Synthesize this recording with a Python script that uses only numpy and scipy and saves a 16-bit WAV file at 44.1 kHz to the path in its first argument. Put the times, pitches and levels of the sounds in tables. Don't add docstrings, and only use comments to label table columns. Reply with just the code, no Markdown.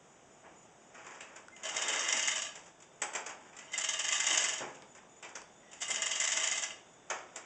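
import sys
import numpy as np
from scipy import signal
from scipy.fft import rfft, irfft, next_fast_len
from scipy.io import wavfile
from scipy.ndimage import map_coordinates

SR = 44100
rng = np.random.default_rng(int(sys.argv[2]) if len(sys.argv) > 2 else 0)


def put_to_file(sound):
    columns = np.atleast_2d(sound).T
    safe = np.clip(columns, -1, 1)
    whole_steps = np.round(safe * 32767)
    wavfile.write(sys.argv[1], SR, whole_steps.astype(np.int16))


N = 328545


def amp(db):
    return 10 ** (np.asarray(db) / 20)


def unit(x):
    return x / np.sqrt(np.mean(x ** 2) + 1e-20)


def along(points, hz):
    f, v = np.transpose(points)
    return np.interp(np.log(hz + 1), np.log(f + 1), v)


def gains(tables):
    t, out = np.arange(N) / SR, 0
    for rows in tables:
        start_s, *levels = np.transpose(rows)
        out = out + np.array([amp(np.interp(t, start_s, db, -150, -150)) for db in levels])
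    return out


def wobble(rate):
    knots = rng.standard_normal(int(N * rate / SR) + 4)
    return map_coordinates(knots, [np.arange(N) * rate / SR])


def filtered(x, response):
    m = next_fast_len(N + SR // 2)
    return irfft(rfft(x, m) * response(np.fft.rfftfreq(m, 1 / SR)), m)[..., :N]


def coloured(x, spectrum):
    hz = np.linspace(0, SR / 2, 2048)
    noise_gain = np.sqrt(np.mean(amp(along(spectrum, hz)) ** 2))
    return filtered(x, lambda f: amp(along(spectrum, f))) / noise_gain


def ringing(x, modes):
    def response(f):
        total = 0
        for k, (hz, width, db) in enumerate(modes):
            damping = 1j * f * width
            total = total + (-1) ** k * amp(db) * damping / (hz * hz - f * f + damping)
        return total

    noise_gain = np.sqrt(np.mean(abs(response(np.linspace(0, SR / 2, 8192))) ** 2))
    return filtered(x, response) / noise_gain


def mode(x, hz, width_hz):
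    b, a = signal.iirpeak(hz, hz / width_hz, SR)
    return signal.lfilter(b, a, x) * np.sqrt(SR / np.pi / width_hz)


def impacts(spread_db):
    return unit(rng.standard_normal(N) * amp(spread_db * wobble(400)))


def flurry(rise_ms, t60_ms):
    ms = np.arange(SR // 4) / SR * 1000
    swell = (1 - np.exp(-ms / max(rise_ms, .2))) ** 1.26
    return swell * amp(-60 * ms / max(t60_ms, 10))


def add(track, s, sound):
    track[round(s * SR):][:len(sound)] += sound


# (per Hz, relative)
NIGHT_SPECTRUM = [(12, -33), (20, -22), (98, -13.5), (163, -6), (286, -8.5), (342, -6.5), (570, -8),
                  (699, -4.5), (1000, -11.5), (3240, -20.5), (3590, -22.5), (4290, -31.5), (6800, -16.5),
                  (8130, -26.5), (9010, -47.5), (11700, -59.5), (19800, -120)]
# pitch_hz, level_db (rms, before their slow unevenness)
WHISTLE_TONES = [(7827, -81), (8172, -85)]
HUM_DB = -60.5


def night():
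    t = np.arange(N) / SR
    whistles = 0
    for pitch_hz, level_db in WHISTLE_TONES:
        whistles = whistles + np.sqrt(2) * amp(level_db + wobble(3.7)) * np.sin(2 * np.pi * pitch_hz * t)
    hum = amp(HUM_DB + 0.47 * wobble(1.8)) * coloured(rng.standard_normal(N), NIGHT_SPECTRUM)
    return hum + whistles


# start_s, level_db
FAR_CHORUS = [(0, -90), (.6, -95), (2.6, -76), (3.5, -76.5), (4.8, -76), (5.7, -75), (6.8, -73),
              (7.0, -73.5), (7.45, -74)]
NEAR_CHIRPS = [.06, .3, .55, .79, 1.04, 1.28, 1.51, 2.93, 3.39, 3.6, 4.86, 5.08, 5.5, 5.71, 6.85, 7.06, 7.3]
CHIRP_DB = -67


def crickets():
    t, gate = np.arange(N) / SR, np.zeros(N)
    for start_s in NEAR_CHIRPS:
        u = np.clip((t - start_s) / 0.12, 0, 1)
        gate += amp(CHIRP_DB) * np.abs(np.sin(np.pi * u)) ** 0.2 * (u < 1)
    strokes = 1 + 0.47 * np.sin(2 * np.pi * 45 * t + wobble(5.4))
    near = ringing(gate * strokes * rng.standard_normal(N), [(6970, 27, 0)])
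    band = ringing(rng.standard_normal(N), [(3520, 74, 0)])
    far = gains([FAR_CHORUS])[0] * amp(1.5 * wobble(4.7)) * band
    return near + far


# pitch_hz, t60_s
YARD_DECAY = [(200, 1), (1400, 0.37), (4000, 0.38), (9000, 0.26)]


def yard(x):
    hz, t, z = signal.stft(rng.standard_normal(SR // 2), SR, nperseg=256)
    decay = amp(-60 * t / along(YARD_DECAY, hz)[:, None])
    tail = signal.istft(z * decay, SR, nperseg=256)[1]
    delayed = np.pad(x, (400, 0))
    return signal.fftconvolve(delayed, tail / np.linalg.norm(tail))[:N]


# pitch_hz, width_hz, level_db (relative)
PANEL_MODES = [(356, 15, -17), (756, 12, 7.5), (851, 27, -1.5), (1205, 48, 7.5), (1370, 180, -14),
               (1678, 45, 9.5), (2324, 110, -13), (2670, 58, -8.5), (3144, 30, -15)]
# (per Hz, relative)
SHEET_SPECTRUM = [(130, -42), (220, -12), (576, 0), (1250, -0.5), (1460, 0), (2560, -5.5), (2850, -9),
                  (3230, -11.5), (4140, -27.5), (4770, -16.5), (7480, -10.5), (9010, -60), (11700, -74),
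                  (19800, -120)]


def load(knock):
    return amp(-8.5) * ringing(knock, PANEL_MODES) + amp(-2) * coloured(knock, SHEET_SPECTRUM)


# (per Hz, relative)
BODY_SPECTRUM = [(35, -62.5), (60, -30), (134, -15), (166, -11), (279, -7), (784, 0), (879, -1.5),
                 (2720, -13), (3000, -16.5), (3900, -41), (6600, -120)]
# start_s, level_db (relative), rise_ms, t60_ms, boom_pitch_hz,
# boom_level_db (relative)
JOLTS = [(0.428, -43, 17, 360, 303, -81), (1.899, -51, 10, 320, 235.7, -60),
         (2.13, -31, 2, 124, 234, -54.5), (4.293, -32, 5.3, 300, 315, -54),
         (4.601, -26.5, 15, 270, 140.5, -57.5), (4.818, -41.5, 4.9, 92, 252, -78),
         (5.884, -39, 5.2, 330, 228, -59)]


def thuds():
    push, boom, t = np.zeros(N + SR), np.zeros(N + SR), np.arange(SR // 4) / SR
    for start_s, level_db, rise_ms, t60_ms, boom_hz, boom_db in JOLTS:
        add(push, start_s, amp(level_db - 6) * flurry(rise_ms, t60_ms))
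        add(boom, start_s, amp(boom_db + 4) * flurry(12, 350) * np.sin(2 * np.pi * boom_hz * t))
    push = push[:N] * impacts(spread_db=2.5)
    return coloured(push, BODY_SPECTRUM) + amp(-5.5) * ringing(push, PANEL_MODES) + boom[:N]


# start_s, level_db (relative), pitch_hz, crack_db (over the ring)
LINK_TICKS = [(1.484, -31.5, 1460, 5), (1.566, -34, 2890, -7), (2.781, -50, 1170, 2),
              (4.7717, -43, 2600, -3), (4.8228, -44, 990, 22), (4.853, -53, 1180, -3),
              (5.0335, -41, 1060, -9), (5.4182, -36.5, 1030, 17), (5.6316, -44, 1970, -11),
              (5.732, -34, 2700, 0), (6.7056, -28, 2820, -2)]


def ticks():
    out, t = np.zeros(N + SR), np.arange(SR // 20) / SR
    for start_s, level_db, pitch_hz, crack_db in LINK_TICKS:
        crack = amp(crack_db - 60 * t / 0.002) * rng.standard_normal(len(t))
        ring = amp(-60 * t / 0.019) * np.sin(2 * np.pi * pitch_hz * t)
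        add(out, start_s, amp(level_db - 8.0) * (ring + crack))
    return filtered(out[:N], lambda f: 1 / (1 + 1j * f / 4500))


# start_s, length_s, pitch_hz, level_db (before the flutter)
TAKE_UP_TONES = [(1.514, .13, 2074, -66), (3.537, 0.29, 2036, -66.5), (5.62, 0.27, 1943, -68.5)]


def take_up():
    t = np.arange(N) / SR
    cycles = np.cumsum(np.exp(.02 * wobble(30))) / SR
    tones = 0
    for start_s, length_s, pitch_hz, level_db in TAKE_UP_TONES:
        fade = np.clip(np.minimum(t - start_s, start_s + length_s - t) / .015, 0, 1)
        tones = tones + amp(level_db) * fade * np.sin(2 * np.pi * pitch_hz * cycles)
    return tones * amp(4.5 * wobble(45)) * np.sqrt(2)


# pitch_hz, width_hz, level_db (relative)
WHEEL_MODES = [(636.3, 26.5, -8.5), (903, 22, -16.5), (1183, 41, -6.5), (1698, 83, -3), (1840, 57, -24),
               (2550, 33, -8), (2847, 74, 1.5), (3023, 84, 1), (3037, 28, -13), (3642, 50, -5),
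               (4633, 44, -8.5), (5580, 100, -5), (7270, 24, -33), (7240, 22, -14)]
# pitch_hz, width_hz, level_db
RIM_MODE = [(2055, 27, 0)]
RIM_HUM_DB = -1.5


def wheel(shake, running):
    shaken = shake * impacts(spread_db=4.0)
    ring = 0
    for pitch_hz, width_hz, level_db in WHEEL_MODES:
        ring = ring + amp(level_db - 6.5 + 1.9 * wobble(22)) * mode(shaken, pitch_hz, width_hz)
    return ring + ringing(amp(RIM_HUM_DB) * running * impacts(spread_db=1.0), RIM_MODE)


# (per Hz, relative)
CLINK_SPECTRUM = [(180, -35.5), (300, -16), (460, -63), (611, -8), (1540, -5.5), (2020, 3.5), (2360, -6.5),
                  (3050, 1), (4180, -10), (4550, -6.5), (7070, 4.5), (8040, -2.5), (9010, -42),
                  (11700, -83.5), (19800, -120)]
# pitch_hz, width_hz, level_db
SLACK_MODE = [(2570, 410, 0)]


def links(clink, jangle):
    bright = coloured(clink * impacts(spread_db=2.5), CLINK_SPECTRUM)
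    return bright + ringing(jangle * impacts(spread_db=4.5), SLACK_MODE)


# start_s, clink_db (relative), wheel_ring_db (relative to
# the clink), rim_strike_db (relative), rise_ms
LINK_DROPS = [(1.6327, -34, 6.5, -45, 2.8), (1.6526, -30, -3, -44, 3.2), (1.6866, -29, 2, -41, 4),
              (1.7454, -33.5, -4, -52, 5.1), (1.7633, -24.5, -5, -37, 3.1), (1.817, -25.5, -1, -58, 3.2),
              (1.8816, -26, -14, -43, 1.5), (1.9285, -27, -1, -45.5, 3.4), (1.9584, -34.5, -14, -41, 2.2),
              (1.9919, -25, -3, -46, 2.5), (2.0365, -28, -9, -51, 4.5), (2.0837, -21.5, -8, -42, 3.7),
              (2.1256, -20, -11, -34, 2.8), (2.167, -23, -2.5, -39, 2.8), (2.1934, -25, -16, -38, 1.8),
              (2.2253, -22, -19, -38, 3.1), (2.2752, -20, -10, -34, 2.3), (2.3114, -27, -5, -43, 2.8),
              (2.3565, -22, -2.5, -48, 4.4), (2.3794, -27, -7, -50, 4.2), (2.4193, -27.5, 2, -50, 3.6),
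              (2.4484, -35.5, 5, -44, 2.8), (3.7184, -38.5, -4, -57, 3.1),
              (3.7329, -27.5, -1.5, -30.5, 3.4), (3.7775, -19.5, -11.5, -47, 2.5),
              (3.8084, -32, -1, -42, 3.2), (3.8387, -19.5, -9, -46, 4.1), (3.8874, -22.5, -4, -40, 1.8),
              (3.933, -24.5, -7, -47, 4), (3.9908, -25, -4, -48, 2), (4.0422, -24, -4, -38, 2.4),
              (4.0833, -25.5, -7, -37, 2.5), (4.1111, -30.5, -14, -35, 2.8), (4.1234, -21.5, -8, -43, 2.8),
              (4.1535, -25, -10, -44, 4.3), (4.1994, -21, -4, -33, 1.6), (4.2353, -26, -20, -45, 3.3),
              (4.2657, -19, -11.5, -31.5, 3.7), (4.3036, -23.5, 2.5, -30.5, 2.8),
              (4.3311, -22, -1, -38, 3.8), (4.374, -20.5, -9, -46, 2.3), (4.4054, -25.5, -8, -38, 3.2),
              (4.4398, -20.5, -15, -34, 3.4), (4.4862, -23, -8, -43, 3.6), (4.5342, -27, -8, -49, 2.6),
              (4.5795, -32, 1, -49, 2.8), (5.805, -36, -6.5, -44, 3.2), (5.8164, -19, -3, -44, 7.5),
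              (5.8814, -29.5, -13, -37, 2.8), (5.903, -19.5, -12, -33, 5), (5.9406, -28, -12, -47, 2.8),
              (5.9574, -25.5, -5, -47, 3), (6.0196, -23.5, -6, -32.5, 0.93), (6.0593, -23, -5, -40, 2.3),
              (6.111, -22.5, -10, -40, 3.1), (6.1544, -24.5, -6, -42, 3.8), (6.2008, -21, -22, -36, 2),
              (6.2134, -32, -11, -32, 2.8), (6.2392, -21.5, -17, -35, 2.8), (6.2743, -25, -14, -39, 1.3),
              (6.3185, -21.5, -8, -36, 1.6), (6.3684, -22, -8, -38, 2.8), (6.3984, -28, -0.5, -35, 2.8),
              (6.4333, -20.5, -16, -37, 2.8), (6.4722, -23, -20, -38, 2.5), (6.5136, -20, -11, -32.5, 3.5),
              (6.5555, -28.5, -7, -48, 2.4), (6.5755, -25, -16, -40, 3.1), (6.6223, -26, -9, -53, 3.6),
              (6.6354, -28, -6, -36, 3.5), (6.7034, -40, 3, -52, 2.8)]
RIM_SCATTER = .006
RIM_LAG_S, RIM_T60_MS, RIM_PEAK_DB = .005, 68, 5


def rim_strikes():
    out, t = np.zeros(N + SR), np.arange(SR // 4) / SR
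    for start_s, _, _, strike_db, _ in LINK_DROPS:
        hz = RIM_MODE[0][0] * np.exp(RIM_SCATTER * rng.standard_normal())
        tone = np.sin(2 * np.pi * (hz * t + rng.random()))
        add(out, start_s + RIM_LAG_S, amp(strike_db + RIM_PEAK_DB) * flurry(1.9, RIM_T60_MS) * tone)
    return out[:N]


# start_s, rattle_db, wheel_db, panel_db (all relative)
PULLS = [
    [(1.55, -77, -72, -69), (1.674, -52, -60, -40), (1.818, -42.5, -43, -38), (1.984, -40, -38, -36.5),
     (2.19, -40.5, -39, -47), (2.314, -44, -40, -52), (2.53, -57.5, -68, -59), (2.7, -63.5, -77, -63)],
    [(3.55, -77, -65, -71), (3.782, -68, -51.5, -46.5), (3.914, -47.5, -46, -63),
     (4.312, -36.5, -40.5, -56), (4.44, -36, -39.5, -39), (4.584, -48, -58, -50), (4.756, -64, -81, -61),
     (4.9, -74, -86, -70)],
    [(5.6, -78, -70, -65), (5.82, -56, -63, -68), (5.998, -53.5, -45, -47), (6.254, -38, -46.5, -56),
     (6.454, -39.5, -40, -44), (6.552, -47.5, -44, -56), (6.714, -57.5, -64, -50.5), (6.9, -73, -84, -77)],
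]
# start_s, level_db (relative)
SCUFFS = [
    [(0.9, -60), (0.988, -51.5), (1.138, -52), (1.386, -53), (1.5, -71)],
    [(2.75, -100), (3.064, -50.5), (3.192, -47.5), (3.34, -63.5), (3.5, -48.5)],
    [(4.9, -77), (5.05, -73), (5.6, -71)],
    [(7.05, -72), (7.154, -43), (7.308, -56.5), (7.45, -53)],
]
# start_s, clink_db (relative), jangle_db and panel_knock_db (relative to
# the clink), rise_ms, pitch_hz
CHAIN_SLAPS = [(0.9453, -48, -10, 8, 2.8, 6650), (0.9824, -54, -10, 5, 2.8, 6770),
               (1.0454, -53, -15, 4, 2.5, 6920), (1.065, -43.5, -18, 7, 3, 7300),
               (1.1074, -50, -12, 7.5, 2.46, 6520), (1.1463, -47, -4, 1, 2.5, 6260),
               (1.2056, -38, 4.5, 1, 3.4, 7430), (1.3598, -42, -5, 0, 1.9, 7010),
               (1.5625, -45.5, -12, -2, 2.8, 6850), (2.553, -39.5, -27, 0, 2.8, 7000),
               (2.6585, -50.5, -10, 1, 2.8, 7420), (2.802, -50, -14, -5, 2.1, 6900),
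               (2.8215, -44.5, -19, -7, 3.2, 7260), (3.018, -24, -10, 2, 1.7, 7730),
               (3.1333, -36, -14, 0, 2.1, 7720), (3.1504, -26, -16, 1, 2.3, 7380),
               (3.2616, -31, -17, 0, 2.7, 6490), (3.2928, -41, -10, 10, 2.7, 6940),
               (3.4092, -60, -17, -3, 2.5, 7830), (3.528, -54.5, -8, 14.5, 2.5, 6950),
               (3.5655, -41, -12, -1.5, 2.5, 7400), (3.5867, -40, -3, -6.5, 2, 6560),
               (3.6406, -55, -6, 2, 2.1, 6940), (4.7461, -48, -6, 4, 2.9, 6700),
               (4.9496, -47, -6, 5, 2.3, 7130), (4.9735, -52, -10, 2, 3, 6980),
               (5.226, -41, 2.5, 8, 2.3, 7500), (5.245, -45, -5, 4.5, 3.4, 7080),
               (5.2894, -48, -8, 6, 2.8, 7510), (5.3532, -33, -20, 1.5, 2.5, 6090),
               (5.715, -48, -5, -3, 2.7, 7600), (5.7319, -46, -3, -2.5, 1.8, 7260),
               (7.1001, -29, -2, 7.5, 2, 6530), (7.3588, -30.5, -24, -4, 2.4, 7390)]
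LINK_HZ, LINK_SCATTER, CLINK_T60_MS = 6910, 0.068, 92.9
POCKET_KNOCK_DB = -34.5


def chain():
    clink, shake, knock = amp(-4.5) * np.pad(gains(PULLS), ((0, 0), (0, SR)))
    running = shake.copy()
    pings, jangle = np.zeros((2, N + SR))
    pitches = LINK_HZ * np.exp(LINK_SCATTER * rng.standard_normal(len(LINK_DROPS)))
    contacts = []
    for (start_s, db, ring_db, _, rise_ms), hz in zip(LINK_DROPS, pitches):
        contacts.append((start_s, db, shake, ring_db, POCKET_KNOCK_DB, rise_ms, hz))
    for start_s, db, *rest in CHAIN_SLAPS:
        contacts.append((start_s, db, jangle, *rest))

    for start_s, db, ring, ring_db, panel_db, rise_ms, hz in contacts:
        s = start_s - .4 * rise_ms / 1000
        add(clink, s, amp(db - 7.0) * flurry(rise_ms, CLINK_T60_MS))
        add(ring, s, amp(db + ring_db - 12.5) * flurry(rise_ms, 1.83 * CLINK_T60_MS))
        add(knock, s, amp(db + panel_db - 8.5) * flurry(rise_ms, 1.85 * CLINK_T60_MS))
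        burst = flurry(rise_ms, 0.36 * CLINK_T60_MS) * rng.standard_normal(SR // 4)
        add(pings, s, amp(db - 1.5) * mode(burst, hz, width_hz=350))

    knock = (knock[:N] + amp(-5.5) * gains(SCUFFS)[0]) * impacts(spread_db=2.0)
    steel = links(clink[:N], jangle[:N]) + pings[:N]
    return steel + load(knock) + wheel(shake[:N], running[:N])


def scene():
    steel = chain() + rim_strikes() + take_up() + thuds() + ticks()
    return (steel + amp(-7.0) * yard(steel) + crickets() + night())[None]


TOP_HZ = 9200


def record(dry):
    def response(hz):
        notch = 1 - 0.87 / (1 + ((hz - 4200) / 200) ** 2)
        slope = amp(-.045 * np.clip(hz - 8600, 0, None))
        return notch * slope * (hz < TOP_HZ)

    hiss = amp(-102) * rng.standard_normal(dry.shape)
    return filtered(dry, response) + hiss


dry = scene()
out = record(dry)
put_to_file(out)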